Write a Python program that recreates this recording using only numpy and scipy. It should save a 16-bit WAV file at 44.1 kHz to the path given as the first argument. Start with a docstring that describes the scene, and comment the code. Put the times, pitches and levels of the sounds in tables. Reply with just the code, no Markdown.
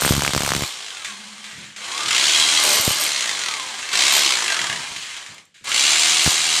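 """A rotary hammer chisels a brick wall in a bare room; the mic overloads on the hardest blows of the opening burst.
After .65 s the motor coasts down with a falling gear whine, while the loose bit clinks, feet thud on a steel
stand and a low hum sets in. A long burst from 1.8 to 3.1 s and a short one at 3.9 s each coast down too, then
clinks, scrapes, steps and ticking chips lead to a last burst from 5.6 s. Crank turns time noise bursts for the
blows and the phase of the whine; filtered noise makes the rest, and close walls add short echoes."""
import sys
import numpy as np
from scipy import signal
from scipy.fft import rfft, irfft
from scipy.io import wavfile
from scipy.ndimage import uniform_filter1d

SR = 44100
rng = np.random.default_rng(int(sys.argv[2]) if len(sys.argv) > 2 else 0)


def bounce(signal):
    """Save signal as a 16-bit WAV file at the path given by the first command-line argument."""
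    frames = np.transpose(np.atleast_2d(signal))
    limited = np.clip(frames, -1, 1)
    pcm = np.round(limited * 32767).astype(np.int16)
    wavfile.write(sys.argv[1], SR, pcm)


N = 291060
T = np.arange(N) / SR
FULL_SPEED_HZ = 75  # reference speed, blows per second

# trigger pulls: pull_s, release_s, top_speed_hz (blows per second), spin_up_s
TRIGGER_PULLS = [(-1, .651, 70.57, .1), (1.765, 2.084, 40.27, .11), (2.084, 2.6, 81.09, .11),
                 (2.6, 3.087, 74.88, .03), (3.903, 4.237, 72.77, .058), (5.635, 6.6, 81.3, .098)]


def amp(db):
    """Decibels to gain."""
    return 10 ** (np.asarray(db) / 20)


def curve(rows):
    """Time and value rows joined by straight lines."""
    rows = np.array(rows)
    return np.interp(T, rows[:, 0], rows[:, 1])


def unit(x):
    """Scale to rms 1."""
    return x / np.sqrt(np.mean(x ** 2) + 1e-18)


def noise():
    """White noise."""
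    return rng.standard_normal(N)


def colour(x, points, size=4096):
    """Causal minimum-phase filter of unit power gain, shaped through (Hz, dB) points."""
    hz, db = np.transpose(points)
    bins = np.fft.rfftfreq(size, 1 / SR)
    gain = amp(np.interp(np.log(bins + 1), np.log(hz), db))
    # folding the cepstrum forward makes the filter causal
    cepstrum = irfft(np.log(gain))
    cepstrum[1:size // 2] *= 2
    cepstrum[size // 2 + 1:] = 0
    response = irfft(np.exp(rfft(cepstrum)))
    return signal.fftconvolve(x, response / np.linalg.norm(response))[:N]


def band(x, hz, width):
    """One resonance, gain 1 at its centre; width in Hz."""
    return signal.lfilter(*signal.iirpeak(hz, hz / width, SR), x)


def resonate(x, modes):
    """A set of resonances sounding together, at rms 1."""
    return unit(sum(amp(db) * band(x, hz, width) for hz, width, db in modes))


def shelf(x, side, hz, db):
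    """Raise or lower everything on one side of a frequency."""
    part = signal.sosfiltfilt(signal.butter(2, hz, side, fs=SR, output="sos"), x)
    return x + (amp(db) - 1) * part


def fade(x, seconds):
    """Give every impulse an exponential tail."""
    return signal.lfilter([1], [1, -np.exp(-1 / (seconds * SR))], x)


def gate(start, end, attack_s, release_s):
    """Envelope that rises, holds and dies away."""
    rise = np.clip((T - start) / attack_s, 0, 1)
    return rise * np.exp(-np.maximum(T - end, 0) / release_s)


def impulses(times, sizes):
    """Impulses of given sizes at given times."""
    samples = np.clip(np.asarray(times) * SR, 0, N - 1).astype(int)
    return np.bincount(samples, sizes, N)


def crank():
    """Blows per second: the crank runs up while the trigger is held; air drag and friction then slow it."""
    drag_s, friction_hz_per_s = .9, 26.67  # exponential slowing; friction brings it to a stop
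    speed, drift = np.zeros(N), friction_hz_per_s * drag_s
    for pull, release, top, spin_up in TRIGGER_PULLS:
        before = np.interp(pull, T, speed)
        held_s = np.clip(T, pull, release) - pull
        held = top + (before - top) * np.exp(-held_s / spin_up)
        coast = (held + drift) * np.exp(-np.maximum(T - release, 0) / drag_s) - drift
        speed = np.where(T >= pull, np.maximum(coast, 0), speed)
    return speed


def strikes(turns, speed, jitter_s, scatter_db):
    """One uneven impulse per crank turn; slow blows are larger, to even out the power."""
    at = np.flatnonzero(np.diff(np.floor(turns)) > 0)
    chance = rng.standard_normal((len(at), 2))
    times = T[at] + jitter_s * chance[:, 0]
    return impulses(times, amp(scatter_db * chance[:, 1]) / np.sqrt(speed[at] + 10))


def hard_spots():
    """Hardness of the brick 0-1, gain of the singing bit, and the dip in dB of the tool's level."""
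    # hard spots in the brick: start_s, end_s, singing_db (relative), dip_db
    spots = [(-.1, 0.112, -29.5, 8), (0.128, 0.316, -43, 12), (.35, 0.673, -41.5, 11.5),
             (2.618, 2.777, -28.5, 2), (2.783, 2.923, -29.5, 5), (2.995, 3.003, -23.5, 2.5),
             (4.11, 4.17, -25, 2.5), (6.21, 6.32, -39, 3.5)]
    attack_s, release_s = 0.024, 0.034
    dip_attack_s, recovery_db_per_s = 0.019, 7
    hardness, sing, dip = np.zeros((3, N))
    for start, end, sing_db, dip_db in spots:
        on = gate(start, end, attack_s, release_s)
        hardness = np.maximum(hardness, on)
        sing = sing + amp(sing_db) * on
        onset = dip_db * np.clip((T - start) / dip_attack_s, 0, 1)
        dip = np.maximum(dip, onset - recovery_db_per_s * np.maximum(T - end, 0))
    return hardness, sing, dip


def site(level_db=-67):
    """Steady background noise of the place."""
    # background colour: frequency_hz, level_db (relative)
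    background = [(25, -26), (70, -8), (150, -2), (330, -21), (520, -8.5), (750, -19), (3000, -10),
                  (7300, -21), (15000, -55)]
    return amp(level_db) * colour(noise(), background)


def hum(level_db=-50, fade_db_per_s=7.5, rise_s=0.037, release_s=.05):
    """A narrow, wavering low hum, noise through two resonances, slowly fades."""
    start_s, end_s = 1.065, 1.85
    level = gate(start_s, end_s, rise_s, release_s) * amp(level_db - fade_db_per_s * (T - start_s))
    return level * unit(band(band(noise(), 207, 23), 207, 23))


def stand(step_db=-8, step_s=0.081):
    """Dull, soft thuds of feet on the steel stand: decaying low noise."""
    # feet shifting: step_s, level_db (before the common step_db)
    footfalls = [(1.05, -61), (1.53, -39), (1.58, -38), (2.05, -38), (4.61, -35), (4.699, -32), (4.91, -40),
                 (5.291, -41.5), (5.611, -47)]
    s, db = np.transpose(footfalls)
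    thud = colour(noise(), [(30, -46), (80, -6.0), (150, 1), (260, -6.0), (500, -17), (2000, -53)])
    return fade(impulses(s, amp(db + step_db)), step_s) * thud


def chips(decay_s=0.0024):
    """Fragments of brick give short, bright ticks as they snap off or land."""
    # ticks: tick_s, level_db (before colouring)
    ticks = [(1.588, -42), (5.345, -38), (5.453, -46), (5.643, -29.5), (5.691, -21)]
    s, db = np.transpose(ticks)
    bursts = fade(impulses(s, amp(db)), decay_s) * noise()
    return colour(bursts, [(500, -17), (3000, -10), (7500, 4), (12000, -10), (15000, -14)])


def clinks(gain_db=-8, rise_s=0.00093, grit_db=3):
    """The loose bit knocks in its chuck or scrapes on the brick, coloured as one by the housing."""
    # bit clinking in its chuck and catching on brick: clink_s, level_db (before gain_db), t60_s
    knock_rows = [(1.045, -15, 0.16), (1.073, -28, .12), (1.098, -25, .08), (1.441, -22.5, 0.092),
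                  (1.641, -33, 0.041), (1.762, -21, 0.15), (2.081, -8, 0.047), (2.107, -3, 0.06),
                  (2.799, -17, 0.016), (3.827, -12.5, 0.03), (3.935, -7.5, 0.086), (4.961, -15, 0.065),
                  (5.165, -16, 0.03), (5.262, -22, 0.064), (5.381, -24, 0.029), (5.542, -39, 0.97),
                  (5.643, -42, 0.032), (5.716, -4.5, 0.036)]
    # tip scraping as it is shifted: start_s, end_s, level_db (before colouring)
    scrape_rows = [(1.432, 1.652, -39.5), (3.75, 3.934, -34), (4.968, 5.14, -36)]
    knocks = sum(amp(db) * gate(s, s, rise_s, t60 / np.log(1000)) for s, db, t60 in knock_rows)
    scrapes = sum(amp(db) * gate(start, end, 0.037, 0.099) for start, end, db in scrape_rows)
    force = amp(gain_db) * knocks * noise()
    force = force + scrapes * unit(noise() * amp(grit_db * noise()))
    return colour(force, [(200, -15), (900, -12.5), (1700, 4.5), (3300, 3.5), (5200, -4.5),
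                          (7300, -0.5), (10000, -14.5), (15000, -33)])


def shake(turns, speed, waver_db=3):
    """The reciprocating piston makes the body drone at multiples of the blow rate, more at full speed."""
    # harmonics of the shaking: multiple (of the blow rate), level_db (relative)
    harmonics = [(2, -2), (3, -5.5), (4, 2.5), (5, -5.5), (7, -10.5), (9, 8.5), (12, -19.5)]
    drone = 0
    for multiple, db in harmonics:
        waver = waver_db * unit(fade(fade(noise(), 0.094), 0.094))
        phase = 2 * np.pi * (round(multiple) * turns + rng.random())
        drone = drone + amp(db + waver) * np.sin(phase)
    return unit(drone * speed)


def motor_gain(speed, settle_s=.03):
    """The motor is louder the faster it turns, and louder under power than coasting."""
    full_speed_db, db_per_octave, drive_db = -22.5, 3, 3  # drive: added by the current while held
    stall_hz = 6.4  # the brushes fall quiet below this many blows per second
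    held = np.any([(T >= pull) & (T < release) for pull, release, _, _ in TRIGGER_PULLS], axis=0)
    power = uniform_filter1d(held * 1., int(settle_s * SR) + 1)
    octaves = np.log2(speed / FULL_SPEED_HZ + 1e-9)
    return amp(full_speed_db + db_per_octave * octaves + drive_db * power) * np.tanh(speed / stall_hz)


def motor(turns, speed, throb=0.71, throb_s=0.01, grit_db=6.0, housing_db=-1):
    """Fan, brushes and gears rush as gritty noise, louder at every push of the piston."""
    # motor colour: frequency_hz, level_db (relative)
    rush_colour = [(25, -42.5), (100, -20.5), (250, -15.5), (350, -12), (500, -13), (800, -8.5), (1600, -8),
                   (2100, -3), (3400, -3.5), (5000, -6), (8200, -3), (10500, -17), (12000, -23),
                   (15500, -49.5)]
    # gearbox housing resonances: frequency_hz, width_hz, level_db (relative)
    housing = [(1146, 280, 3), (1630, 150, 2.5), (2110, 53, 7), (3150, 270, 4.5), (3930, 260, 4),
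               (7800, 89, -18), (8360, 340, 7)]
    push = 1 + throb * np.exp(-(turns % 1) / (throb_s * (speed + 1)))
    rush = noise() * amp(grit_db * noise()) * push
    return unit(colour(rush, rush_colour) + amp(housing_db) * resonate(rush, housing))


def gears(turns, speed, wobble=0.17, rasp=1.0, idle_db=-15):
    """The tooth whine wavers with the load and swells as it crosses a housing resonance."""
    teeth = 33  # tooth contacts per crank turn
    mesh = 2 * np.pi * teeth * turns
    mesh = mesh + wobble * np.sin(2 * np.pi * turns) + rasp * unit(fade(noise(), 0.028))  # radians
    tone = np.sin(mesh) * np.clip(speed / 30, 0, 1) ** 2
    return band(tone, 1190, 350) + amp(idle_db) * tone


def pops(speed, thump_db=14, snap_db=13, thump_s=0.0006, snap_s=0.0007, spike_db=7, tilt=0.11,
         ping_db=-12, scatter_db=0.75):
    """Blows overload the microphone: a short, noisy low thump, slightly tilted to one side, and a dry snap."""
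    # runs of overloading blows: first_s, length_s, thump_db, snap_db (before the common gains)
    runs = [(0.021, .078, -25, -18.5), (0.108, .035, -14.5, -21.5), (.151, .064, -21.5, -23),
            (0.221, .064, -25, -18), (0.292, .02, -27, -28), (.335, .05, -20.5, -19.5),
            (0.406, .12, -25.5, -20), (.536, .035, -23, -20.5), (0.58, .02, -27, -48),
            (.608, .035, -23.5, -28), (2.798, .006, -25, -32), (2.878, .006, -17, -27.5),
            (2.908, .006, -23, -28), (6.263, .006, -20, -12.5), (6.276, .006, -13.5, -17.5)]
    # thump and snap colours: frequency_hz, level_db (relative)
    thump_colour = [(20, -9), (45, -16), (70, -3), (110, 2), (300, -4.5), (700, -11), (2000, -27.5),
                    (15000, -49)]
    snap_colour = [(50, -69), (150, -0.5), (350, -3), (700, -1), (1500, -1), (3000, -8), (8000, -10.5),
                   (15000, -25.5)]
    blows = []
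    for first, length, thump, snap in runs:
        period = 1 / speed[int(first * SR)]
        blows += [(at, thump, snap) for at in np.arange(first, first + length, period)]
    s, thump_levels, snap_levels = np.transpose(blows)
    # the mix of thump and snap differs every time
    thump_luck, snap_luck = rng.standard_normal((len(s), 2)).T
    thump = impulses(s, amp(thump_levels + scatter_db * thump_luck))
    snap = impulses(s, amp(snap_levels + scatter_db * snap_luck))
    noisy_thump = fade(thump, thump_s) * (np.tanh(noise()) - tilt)  # a slight offset to one side
    crackle = fade(snap, snap_s) * noise() - amp(spike_db) * snap
    dry_snap = colour(crackle, snap_colour) + amp(ping_db) * band(crackle, 8600, 450)
    return amp(thump_db) * colour(noisy_thump, thump_colour) + amp(snap_db) * dry_snap


def chisel(blows, lower_db=-1, upper_db=-2, crack_db=-3):
    """On hard spots the tip cracks sharply and two lengthwise modes of the steel bit sing."""
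    force = fade(blows, 0.0089) * noise()
    upper = unit(band(band(force, 12620, 260), 12620, 260))
    lower = unit(band(band(force, 8500, 450), 8500, 450))
    crack = unit(band(fade(blows, 0.0014) * noise(), 7900, 6000))
    return amp(upper_db) * upper + amp(lower_db) * lower + amp(crack_db) * crack


def pressure():
    """Gain of the blows from how hard the chisel is pressed on the wall, silent between bursts."""
    # one curve a burst: time_s, level_db (of the blows, before the tone and dips)
    bursts = [
        [(0, -22.5), (.3, -21.5), (.6, -23.5), (.8, -27.5), (1.02, -29), (1.14, -40)],
        [(1.9, -30), (2.06, -23.5), (2.14, -16.5), (2.25, -18), (2.8, -21), (3.22, -20.5), (3.36, -29),
         (3.47, -23.5), (3.68, -47)],
        [(3.88, -32), (3.96, -17.5), (4.1, -18.5), (4.26, -16.5), (4.4, -21.5), (4.51, -20), (4.72, -26.5),
         (4.95, -48)],
        [(5.68, -55), (5.745, -16.5), (5.85, -17.5), (6.15, -19.5), (6.42, -19.5), (6.6, -20.5)],
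    ]
    return sum(amp(curve(rows)) * (T >= rows[0][0]) * (T <= rows[-1][0]) for rows in bursts)


def hammer(blows, contact_s=0.00077, crush_s=0.003, grit_db=4, crack_db=-9, ring_db=-3):
    """Each blow builds up, cracks and crushes brick; wall colours it, and chisel and brick ring by place."""
    # times at which the tip moves to a new place in the cut: move_s
    moves = [2.35, 2.59, 3.08, 3.9, 4.37, 5.5]
    # chisel and brick resonances, one list a place: frequency_hz, width_hz, level_db (relative)
    rings = [
        [(3300, 880, 25), (3880, 170, -10), (4950, 49, -20), (6630, 57, -6)],
        [(2070, 40, -5), (3265, 68, 13), (3900, 160, 7), (6450, 120, -26)],
        [(610, 27, 3), (1260, 250, -8), (2420, 67, -23), (2960, 220, -3.5), (4350, 480, -6.5),
         (8800, 920, -5.5)],
        [(2114, 260, 3), (3500, 1200, -2), (4210, 110, -11.5), (5900, 240, -3.5)],
        [(1190, 190, 3), (2220, 200, 5.5), (3200, 1100, 5), (3800, 560, 4), (6920, 600, -18)],
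        [(1120, 250, -12), (1730, 230, 5.5), (1980, 140, 8.5), (2980, 400, -11)],
        [(2340, 110, -3), (2880, 170, 3), (3300, 170, -4), (3850, 240, 2), (4330, 140, -1.5), (6100, 200, -1),
         (7020, 99, 6)],
    ]
    # wall colour: frequency_hz, level_db (relative)
    wall = [(25, -53), (80, -37), (250, -31), (350, 0.5), (470, -25), (650, -5.5), (1700, -2), (2200, 3.5),
            (4000, 3), (5200, 0.5), (7400, 1), (9500, -8.5), (12000, -14.5), (15500, -49.5)]
    envelope = fade(fade(blows, contact_s), crush_s)
    crush = unit(envelope * noise() * amp(grit_db * noise()))
    force = unit(crush + amp(crack_db) * unit(blows))
    place = np.digitize(T, moves)
    ring = sum((place == k) * resonate(force, modes) for k, modes in enumerate(rings))
    return unit(colour(force, wall) + amp(ring_db) * ring)


def tool_tone(tool, pace, hardness):
    """Speed and hard spots brighten the tool; its lows follow a drawn curve and swell on hard spots."""
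    # level of the tool's lows: time_s, level_db (before the swell on hard spots)
    lows = [(0, 0), (.85, -1.5), (1.2, -2), (1.6, -5), (2.0, 0.5), (2.25, -3), (2.7, -2), (3.15, -2),
            (3.6, -1), (3.95, -1.5), (4.3, -2), (4.75, 0.5), (5.08, -10), (5.35, 2.5), (5.75, -5.5),
            (6.6, -4.5)]
    rest_db, speed_db, hard_db, body_hard_db = -5.5, 6, 3, 6
    tool = shelf(tool, "high", 3370, rest_db + speed_db * pace + hard_db * hardness)
    return shelf(tool, "low", 1300, curve(lows) + body_hard_db * hardness)


def room(x, wet_db=-3, gap_s=0.0025, size=2048):
    """Close brick walls give dense, short echoes, in a fresh random pattern for every short block."""
    t60 = .24  # s
    t = T[:SR // 5]
    wet = np.zeros(N + SR)
    for start in range(0, N, size):
        tail = rng.standard_normal(len(t)) * amp(-60 * t / t60) * (t > gap_s)
        echoes = signal.fftconvolve(x[start:start + size], tail / np.linalg.norm(tail))
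        wet[start:start + len(echoes)] += echoes
    # open doorways let the deep bass escape; rough brick soaks up the highest treble
    wet = signal.sosfilt(signal.butter(2, [150, 13000], "band", fs=SR, output="sos"), wet[:N])
    return (x + amp(wet_db) * wet) / np.hypot(1, amp(wet_db))


def scene(gear_db=-8, shake_db=-26):
    """Speed times blows and drives the motor, pressure sets blow strength, hard spots sing and dip the tool."""
    speed = crank()
    turns = .3 + np.cumsum(speed) / SR
    hardness, sing, dip_db = hard_spots()
    running = motor_gain(speed)
    blows = strikes(turns, speed, jitter_s=.0003, scatter_db=1.27)
    machine = motor(turns, speed) + amp(gear_db) * gears(turns, speed)
    tool = pressure() * hammer(blows) + running * machine
    tool = tool_tone(tool, speed / FULL_SPEED_HZ, hardness)
    drone = running * amp(shake_db - dip_db) * shake(turns, speed)
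    steel = sing * chisel(strikes(turns, speed, jitter_s=0.00025, scatter_db=4))
    in_room = room(amp(-dip_db) * tool + clinks() + chips())
    return (in_room + drone + steel + pops(speed) + stand() + hum() + site())[None]


def record(dry, drive=1):
    """The phone rounds the highest peaks and cuts the top."""
    ceiling, top_hz = .8, 15500
    rounded = ceiling * np.tanh(drive * dry / ceiling)
    return signal.sosfilt(signal.ellip(10, .2, 80, top_hz, fs=SR, output="sos"), rounded)


dry = scene()
out = record(dry)
bounce(out)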